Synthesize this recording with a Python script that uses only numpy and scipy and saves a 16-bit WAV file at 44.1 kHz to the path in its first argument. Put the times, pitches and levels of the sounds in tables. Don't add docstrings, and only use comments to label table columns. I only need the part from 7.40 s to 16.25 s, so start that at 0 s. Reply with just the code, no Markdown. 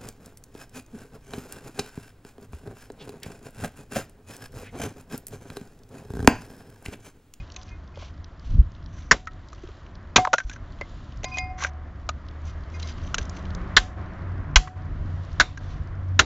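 import sys
import numpy as np
from scipy import signal
from scipy.fft import rfft, irfft, next_fast_len
from scipy.io import wavfile
from scipy.ndimage import uniform_filter1d, map_coordinates

SR = 44100
rng = np.random.default_rng(int(sys.argv[2]) if len(sys.argv) > 2 else 0)


def int16_out(signal):
    q = np.round(np.clip(np.atleast_2d(signal).T, -1, 1) * 32767)
    wavfile.write(sys.argv[1], SR, q.astype(np.int16))


N = 390285

# (time [s], rumble [dB], tyre roar [dB])
ROAD_LEVELS = [(0.0, -43.5, -53.5), (1.18, -41.5, -55), (1.58, -38.5, -53.5), (2.44, -44, -52),
               (3.89, -38, -52), (4.04, -38, -51.5), (4.39, -40, -51), (5.1, -39, -49), (6.21, -33, -41.5),
               (7.05, -35, -44.5), (7.4, -35, -47), (8.55, -35, -47.5), (8.85, -33.5, -51.5)]
# (time [s], pitch [Hz], level [dB])
EARLY_ENGINE = [(0, 75.9, -38.5), (.3, 79.94, -91), (.6, 84.7, -39), (1.1, 85.5, -58)]
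RISING_ENGINE = [(3.9, 69.15, -55), (4.02, 71.24, -40.5), (4.88, 75.5, -44), (5.7, 81.47, -34.5),
                 (5.9, 82.17, -45), (6.41, 90, -38.5), (7.2, 89.7, -39), (8.7, 93.6, -32), (8.85, 86, -40)]
FALLING_ENGINE = [(5.4, 177.3, -54), (5.8, 181.8, -46), (6.7, 184, -46.5), (6.9, 160.9, -57.5),
                  (7.15, 148.5, -33.5), (7.35, 149.4, -51.5), (7.58, 150.4, -44.5), (8.1, 145, -47.5),
                  (8.85, 140, -46)]
# (frequency [Hz], level [dB])
RUMBLE_EQ = [(12, -43.5), (20, -3.5), (81, -1), (93, -3.5), (108, -8), (182, -17.5), (221, -19.5),
             (300, -21), (390, -46), (660, -120)]
ROAR_EQ = [(88, -32.5), (150, -5.5), (205, -10.5), (370, -9.5), (429, -16), (668, -10.5), (813, -18.5),
           (1040, -12.5), (1910, -19.5), (6640, -67), (7570, -68), (9840, -82), (16700, -120)]
AIR_EQ = [(12, -42.5), (20, 1), (65, -2.5), (167, -19), (316, -33), (471, -48), (600, -45), (780, -80),
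          (1320, -120)]
GRIT_EQ = [(800, -32), (2000, -7.5), (3000, 9), (5000, 1), (7500, -5.5)]
# (time [s], hold [s], level [dB], rise [dB/s], fall [dB/s])
AIR_PUFFS = [(1.155, 0.049, -17.5, 202, 257), (2.25, 0.011, -42.5, 450.5, 140.5)]
# (time [s], level [dB])
GRIT_LEVELS = [(0.0, -59), (0.15, -69), (1.4, -68), (1.62, -69), (1.75, -70), (2.34, -63), (2.54, -69),
               (3.13, -69.5), (3.52, -60), (3.77, -64.5), (4.26, -72), (5.37, -63.5), (5.52, -59),
               (5.84, -60.5), (7.25, -70), (8.04, -59.5), (8.18, -60.5), (8.55, -69.5), (8.85, -67)]
# (time [s], level [dB], pitch [Hz])
GRIT_TICKS = [(0.0757, -43, 3060), (0.1007, -37.5, 3150), (0.1196, -32.5, 5600), (0.2142, -35, 4080),
              (0.231, -36, 5790), (0.2743, -45, 2470), (0.2897, -44, 2480), (0.4758, -42, 4070),
              (0.5566, -39, 3040), (0.843, -34.5, 4334), (0.9951, -44, 4880), (1.3493, -41, 3350),
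              (1.3793, -55, 2420), (1.4262, -47, 3750), (1.4601, -38, 3800), (1.6212, -42, 3740),
              (1.8557, -40, 6030), (2.0857, -41, 5860), (2.1804, -44.5, 2560), (2.2308, -57, 2700),
              (2.2737, -43, 2820), (2.353, -52, 2950), (2.4645, -40, 2530), (2.5526, -37, 3780),
              (3.1294, -41, 2740), (3.7224, -39, 2890), (3.7723, -44, 6120), (4.1956, -33, 6500),
              (4.886, -36.5, 3420), (4.9107, -43.5, 2750), (5.3981, -42, 3720), (5.4735, -32, 4870),
              (5.4864, -32, 2900), (5.5817, -36, 2480), (5.6745, -37, 3040), (5.813, -31, 2920),
              (5.853, -34, 5860), (5.895, -28.5, 6360), (5.9693, -36, 2550), (6.0534, -32, 2910),
              (6.0836, -48, 3700), (6.105, -34.5, 4240), (6.1486, -28.5, 6060), (6.2148, -39, 2400),
              (8.2337, -46, 3010), (8.2877, -51, 3160)]
# (time [s], length [s], level [dB], hollow part [relative dB], bright part [relative dB], jerkiness [dB])
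DRAGS = [(.08, 0.31, -59.5, -9, -2, 6.5), (2.102, 0.32, -69, -9, -3.5, 6.5),
         (0.554, 0.16, -52.5, -4, -10.5, 1.4), (0.99, .22, -60, -7.5, -9, 1.7),
         (1.48, 0.25, -64, 1.5, 1, 2), (2.921, 0.13, -45, -3, 0, 3.5), (3.05, 0.12, -51.5, 0.5, 3, 5.5),
         (3.836, 0.21, -56.5, -5, -2.5, 4.5), (4.177, 0.12, -46, 8.5, 1.5, 2.5),
         (5.032, 0.11, -59, -4.5, 0.1, 2.5), (5.321, 0.069, -58.5, -2.5, 1.4, 4),
         (5.384, 0.08, -50.5, -12.5, -4.5, 4.5), (5.45, 0.081, -50, -2.5, -3, 3.5),
         (5.595, 0.16, -60, -6, 0, 4.5), (5.768, .1, -54, -6, -1.5, 4), (5.927, 0.088, -55, -6, -3, 3),
         (8.2, .2, -60.5, -2.5, -7.5, 3)]
# (frequency [Hz], width [Hz], level [dB])
STONE_MODES = [(1600, 3500, 1), (3320, 2600, -3), (6000, 370, -16.5)]
CASING_MODES = [(660, 130, -8), (1077, 170, -1.5), (1560, 150, 2), (2110, 240, -1.5)]
CRACK_MODES = [(2550, 520, -2), (3660, 500, -2.5), (4010, 400, -1), (5850, 600, -2), (6740, 480, -2.5)]
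# (time [s], click [dB], knock [dB], knock pitch [Hz], knock t60 [s], thud [dB], thud pitch [Hz])
LANDINGS = [(0.162, -23.5, -43, 1070, 0.032, -43, 299), (0.573, -51, -55, 1170, .035, -30.5, 538),
            (0.622, -52, -38, 1070, 0.064, -29.5, 610), (1.871, -29.5, -20, 1870, 0.061, -41, 253),
            (1.872, -40, -17.5, 1300, 0.065, -52, 250), (2.1294, -37.5, -30.5, 1245, 0.022, -46, 315),
            (2.235, -48, -48, 1200, .035, -26.5, 360), (2.287, -51, -39, 1215, .035, -32, 385),
            (2.7804, -25, -3.5, 1154, .035, -3, 660), (2.85, -24, 0.8, 1280, 0.026, -20, 690),
            (2.8723, -33, -2, 1040, 0.028, -12.5, 637), (2.9309, -6.5, 0, 1434, 0.066, -5.5, 676),
            (2.9369, -5.5, 4.5, 1346, .026, 1.5, 643), (2.9428, -47, -8, 1423, 0.035, -10, 680),
            (2.982, -11.5, -6, 1593, 0.044, -19, 641), (3.0004, -29, -12.5, 1540, 0.063, -26, 272),
            (3.096, -19.5, -25, 1510, 0.08, -24.5, 264), (3.113, -33.5, -24, 1640, 0.055, -27, 250),
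            (3.161, -46, -32, 1550, .035, -48, 297), (3.411, -48, -21, 2050, 0.059, -14, 575),
            (3.8324, -30, -35.5, 2100, .023, -21.5, 310), (3.8421, -16, -25, 2020, .047, -20.5, 574),
            (3.9704, -29, -24, 2110, 0.037, -20.5, 703), (3.9834, -18, -24, 2110, .033, -29, 710),
            (4.2225, -24, -20.5, 1140, 0.07, -31, 685), (4.237, -16.5, -15.5, 1210, 0.036, -31, 690),
            (4.2467, -27.5, -10, 1580, 0.03, -22, 655), (4.69, -15, -13.5, 1240, 0.046, -17, 697),
            (5.4273, -31.5, -26, 4000, 0.041, -41, 259), (5.7434, -12, -5.5, 1395, 0.013, -20.5, 460),
            (5.7817, -13, -22.5, 1592, 0.053, -20.5, 454), (7.274, -39.5, -22, 1123, 0.037, -40.5, 250),
            (7.278, -43, -26.5, 1950, 0.044, -39, 272), (8.1738, -26.5, -22.5, 1606, 0.054, -33, 390)]
# (frequency [Hz], t60 [s])
HEAD_MODES = [(741, 1.1), (1034, .8), (2116, .33), (2482, .26), (4893, .22)]
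# (time [s], five mode levels [dB], ring time left by the grip [share])
HEAD_TOUCHES = [(0, -78, -72, -46, -35, -47, 0.19), (.162, -50.5, -51, -80, -80, -80, 0.52),
                (.28, -70, -78, -60, -52, -80, 0.65), (.31, -80, -74, -51, -51, -78, 0.71),
                (.54, -84, -86, -56, -52, -80, .56), (2.782, -14.5, -35, -27, -83, -73, 0.35),
                (3.411, -77, -75.5, -31, -78, -82, 0.22), (3.845, -41.5, -40, -36.5, -40, -40, 0.75),
                (3.915, -76.5, -77.5, -74, -37, -52, 1), (3.942, -78, -76, -75, -28, -57, 0.98),
                (3.971, -33, -45.5, -26, -26, -34.5, 1), (5.075, -75, -76, -52.5, -56, -58.5, .98),
                (5.34, -81, -80, -39.5, -40, -45, 0.35), (5.435, -79, -78, -49.5, -82, -52, .93),
                (5.49, -73, -80, -82, -79, -49, 0.67)]
# (time [s], level [dB], pitch [Hz], t60 [s])
GROUND_THUMPS = [(1.721, -24, 44.55, 0.19), (2.778, -20, 110, 0.09), (2.769, -28.5, 44.6, .12),
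                 (3.048, -17, 43.7, 0.15), (6.374, -19.5, 42.8, 0.2), (7.161, -4.5, 41.5, .12),
                 (8.009, -20, 49.6, 0.087), (8.798, -16, 72, 0.091)]
# (time [s], level [dB], casing [relative dB], casing note [Hz], crack resonance [Hz],
# its level [relative dB], thud [relative dB], crush time [s], scatter [relative dB],
# lingering note [Hz], head ring [dB])
HAMMER_BLOWS = [(1.7111, -2.5, 4, 1740, 5670, 7, -7.5, 0.0059, -28, 4160, -44),
                (2.7592, 0, 1, 2530, 4060, 1.5, -5.5, 0.0048, -24.5, 3960, -45.5),
                (6.3657, 1.5, -1.1, 1690, 3470, 13.5, -23.5, 0.0073, -26.5, 3940, -36),
                (7.158, 2, -3, 2360, 3430, 2, -26, 0.0036, -26.5, 3600, -34),
                (7.9984, -6, 5.5, 1500, 3640, 6.5, -14.5, 0.0099, -20.5, 3620, -42.5),
                (8.7914, -1, 0.7, 1480, 3490, 5, -10, 0.0051, -26, 3730, -49)]


def amp(db):
    return 10 ** (np.asarray(db) / 20)


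def unit(x):
    return x / np.sqrt(np.mean(x ** 2) + 1e-20)


def curves(rows, outside=None):
    times, *columns = np.transpose(rows)
    return [np.interp(np.arange(N) / SR, times, column, outside, outside) for column in columns]


def wobble(rate):
    return map_coordinates(rng.standard_normal(int(N * rate / SR) + 4), [np.arange(N) * rate / SR])


def filtered(x, response):
    size = next_fast_len(len(x) + 2048)
    return irfft(rfft(x, size) * response(np.fft.rfftfreq(size, 1 / SR)), size)[:len(x)]


def colour(eq):
    points_hz, db = np.transpose(eq)
    return lambda hz: amp(np.interp(np.log(hz + 1), np.log(points_hz + 1), db, -120, -120))


def body(modes):
    return lambda hz: sum((-1) ** k * amp(db) * 1j * hz * width / (centre**2 - hz**2 + 1j * hz * width)
                          for k, (centre, width, db) in enumerate(modes))


def rush(eq, patchy_db):
    spectra = signal.stft(rng.standard_normal(N + 512), nperseg=512)[2]
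    patches = uniform_filter1d(rng.standard_normal(spectra.shape), size=6, axis=0)
    patches = unit(uniform_filter1d(patches, size=10, axis=1))
    noise = signal.istft(spectra * amp(patchy_db * patches), nperseg=512)[1][:N]
    return unit(filtered(noise, colour(eq)))


def add(track, s, sound):
    part = track[round(s * SR):][:len(sound)]
    part += sound[:len(part)]


def burst(t, modes, hold, t60, spiky=.5, steep=1):
    force = rng.standard_normal(len(t)) * np.exp(spiky * rng.standard_normal(len(t)))
    envelope = amp(-60 * np.maximum(t - hold, 0) / t60) * (1 - np.exp(-t / .0003))
    response = lambda hz: body(modes)(hz) ** steep
    return filtered(force * envelope, response) / (2.83 * np.std(filtered(force, response)))


def engine(rows, waver):
    hz = curves(rows)[0]
    level_db = curves(rows, outside=-120)[1]
    phase = 2 * np.pi * np.cumsum(hz * (1 + waver * wobble(12))) / SR
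    fade = uniform_filter1d(amp(level_db), size=4000)
    return np.sqrt(2) * fade * amp(3.4 * wobble(7.2)) * np.sin(phase)


def traffic():
    rumble_db, roar_db = curves(ROAD_LEVELS)
    rumble = amp(rumble_db + 1.8 * wobble(6)) * rush(RUMBLE_EQ, patchy_db=1.1)
    roar = amp(roar_db + .6 * wobble(5)) * rush(ROAR_EQ, patchy_db=.6)
    return (rumble + roar + engine(RISING_ENGINE, waver=.015)
            + engine(FALLING_ENGINE, waver=.018) + engine(EARLY_ENGINE, waver=.0059))


def air_puffs():
    t = np.arange(N) / SR
    envelope = sum(amp(db - np.maximum(0, np.maximum(rise * (s - t), fall * (t - s - hold))))
                   for s, hold, db, rise, fall in AIR_PUFFS)
    buffet = unit(amp(1.5 * wobble(60)) * rush(AIR_EQ, patchy_db=.3))
    return buffet * uniform_filter1d(envelope, size=900)


def drags():
    track = np.zeros(N)
    jerk = unit(wobble(130))
    coarse, fine = rng.standard_normal((2, N))
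    rasp = unit(filtered(coarse, lambda hz: body(STONE_MODES[1:2])(hz) ** 2))
    rasp += .17 * unit(filtered(coarse, body(CRACK_MODES)))
    bright = unit(filtered(fine, body(STONE_MODES[2:])))
    hollow = unit(filtered(coarse, body(CASING_MODES)))
    for s, length, db, hollow_db, bright_db, jerky_db in DRAGS:
        times = s + length * np.array([0, .31, .62, 1])
        stroke_db, = curves(np.transpose([times, [db - 15, db, db, db - 15]]), outside=-120)
        envelope = uniform_filter1d(amp(stroke_db), size=500) * unit(amp(jerky_db * jerk))
        track += envelope * (rasp + amp(hollow_db) * hollow + amp(bright_db) * bright)
    return track


def gravel():
    bed_gain = amp(curves(GRIT_LEVELS)[0])
    impulses = amp(2 * rng.exponential(size=N)) * rng.standard_normal(N) * (rng.random(N) < .05)
    grains = unit(filtered(impulses, colour(GRIT_EQ)))
    track = bed_gain * (.4 * grains + .85 * rush(GRIT_EQ, patchy_db=.7)) + drags()
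    faint_ticks = []
    for when, strength, pitch in rng.random((140, 3)):
        at = when * (N - 1)
        bed_db = 20 * np.log10(bed_gain[int(at)])
        faint_ticks.append((at / SR, bed_db + 12 + 8 * strength, 2600 + 3600 * pitch))
    t = np.arange(round(.033 * SR)) / SR
    for s, db, hz in list(GRIT_TICKS) + faint_ticks:
        second_mode = (3300, 1800, -3) if hz > 4700 else (6500, 1800, -7)
        modes = sorted([(hz, .6 * hz, 0), second_mode])
        add(track, s, amp(db) * burst(t, modes, hold=.0012, t60=.013, spiky=.3, steep=2.5))
    return track


def landings(pitched_share=.55):
    track, t = np.zeros(N), np.arange(round(.1 * SR)) / SR
    for s, click_db, knock_db, hz, t60, thud_db, thud_hz in LANDINGS:
        note = np.sin(2 * np.pi * hz * t) * amp(-60 * t / t60) * (1 - np.exp(-t / .0007))
        rattle_modes = [(hz, .55 * hz, 0), (1.1 * hz, .8 * hz, -6)]
        rattle = burst(t, rattle_modes, hold=.0014, t60=.54 * t60, steep=1.48)
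        knock = pitched_share * note + (1 - pitched_share) * 2 * rattle
        thud = burst(t, [(thud_hz, .23 * thud_hz, 0)], hold=.003, t60=.02, steep=1.2)
        click = burst(t, CRACK_MODES, hold=.00062, t60=.028)
        add(track, s, amp(click_db) * click + amp(knock_db) * knock + amp(thud_db) * thud)
    return track


def head_ring(blow_lag_s=.006, blow_share=.77, twin_hz=4958):
    track, t = np.zeros(N), np.arange(round(.9 * SR)) / SR
    partials = [(s + blow_lag_s, *HEAD_MODES[0], db, blow_share) for s, *_, db in HAMMER_BLOWS]
    for s, *levels_db, share in HEAD_TOUCHES:
        partials += [(s, hz, t60, db, share) for (hz, t60), db in zip(HEAD_MODES, levels_db)]
        partials.append((s, twin_hz, HEAD_MODES[-1][1], levels_db[-1] - 9, share))
    for s, hz, t60, db, share in partials:
        tone = np.sin(2 * np.pi * (hz * t + rng.random())) * (1 - np.exp(-t / .003))
        add(track, s, amp(db - 60 * t / (t60 * share)) * tone)
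    return track * amp(2 * wobble(45))


def hammer_blows():
    track, t = np.zeros(N), np.arange(round(.3 * SR)) / SR
    for (s, db, casing_db, note_hz, crack_hz, crack_db, thud_db,
         crush_s, scatter_db, linger_hz, _) in HAMMER_BLOWS:
        casing = burst(t, CASING_MODES + [(note_hz, 200, 0)], crush_s, t60=.053)
        thud = burst(t, [(322, 330, 0)], crush_s, t60=.14)
        scatter_modes = sorted(STONE_MODES + [(linger_hz, 290, 2.7), (note_hz, 150, .4)])
        scatter = burst(t, scatter_modes, hold=.025, t60=.3, spiky=.27)
        crack = burst(t, sorted(CRACK_MODES + [(crack_hz, 600, crack_db)]), crush_s, t60=.045)
        hit = crack + amp(casing_db) * casing + amp(thud_db) * thud + amp(scatter_db) * scatter
        add(track, s, amp(db) * hit)
    soft_attack = (1 - np.exp(-t / .004)) ** 2
    for s, db, hz, t60 in GROUND_THUMPS:
        add(track, s, -2 * np.sin(2 * np.pi * hz * t) * amp(db - 60 * t / t60) * soft_attack)
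    return track


def scene():
    mono = hammer_blows() + landings() + gravel() + head_ring() + traffic() + air_puffs()
    return np.array([mono, mono])


def record(dry):
    x = dry[0]
    hold_s, attack_s, duck_db = .19, .08, -7
    mic_hz, top_hz = 7550, 15700
    overloads = np.cumsum(np.abs(x) > .8)
    held = overloads > np.pad(overloads, (round(hold_s * SR), 0))[:N]
    pace = 1 / (attack_s * SR)
    depth = signal.lfilter([pace], [1, pace - 1], held) * uniform_filter1d(held * 1., size=600)
    x = x * amp(duck_db * depth)
    x = x / (1 + np.abs(x / .92) ** 4) ** (1 / 4)
    x = filtered(x, lambda hz: 1 / np.sqrt(1 + (hz / mic_hz) ** 120))
    x = np.clip(amp(.6) * x, -.99, .99)
    x = filtered(x, lambda hz: hz < top_hz)
    return np.array([x, x])


dry = scene()
out = record(dry)
int16_out(out)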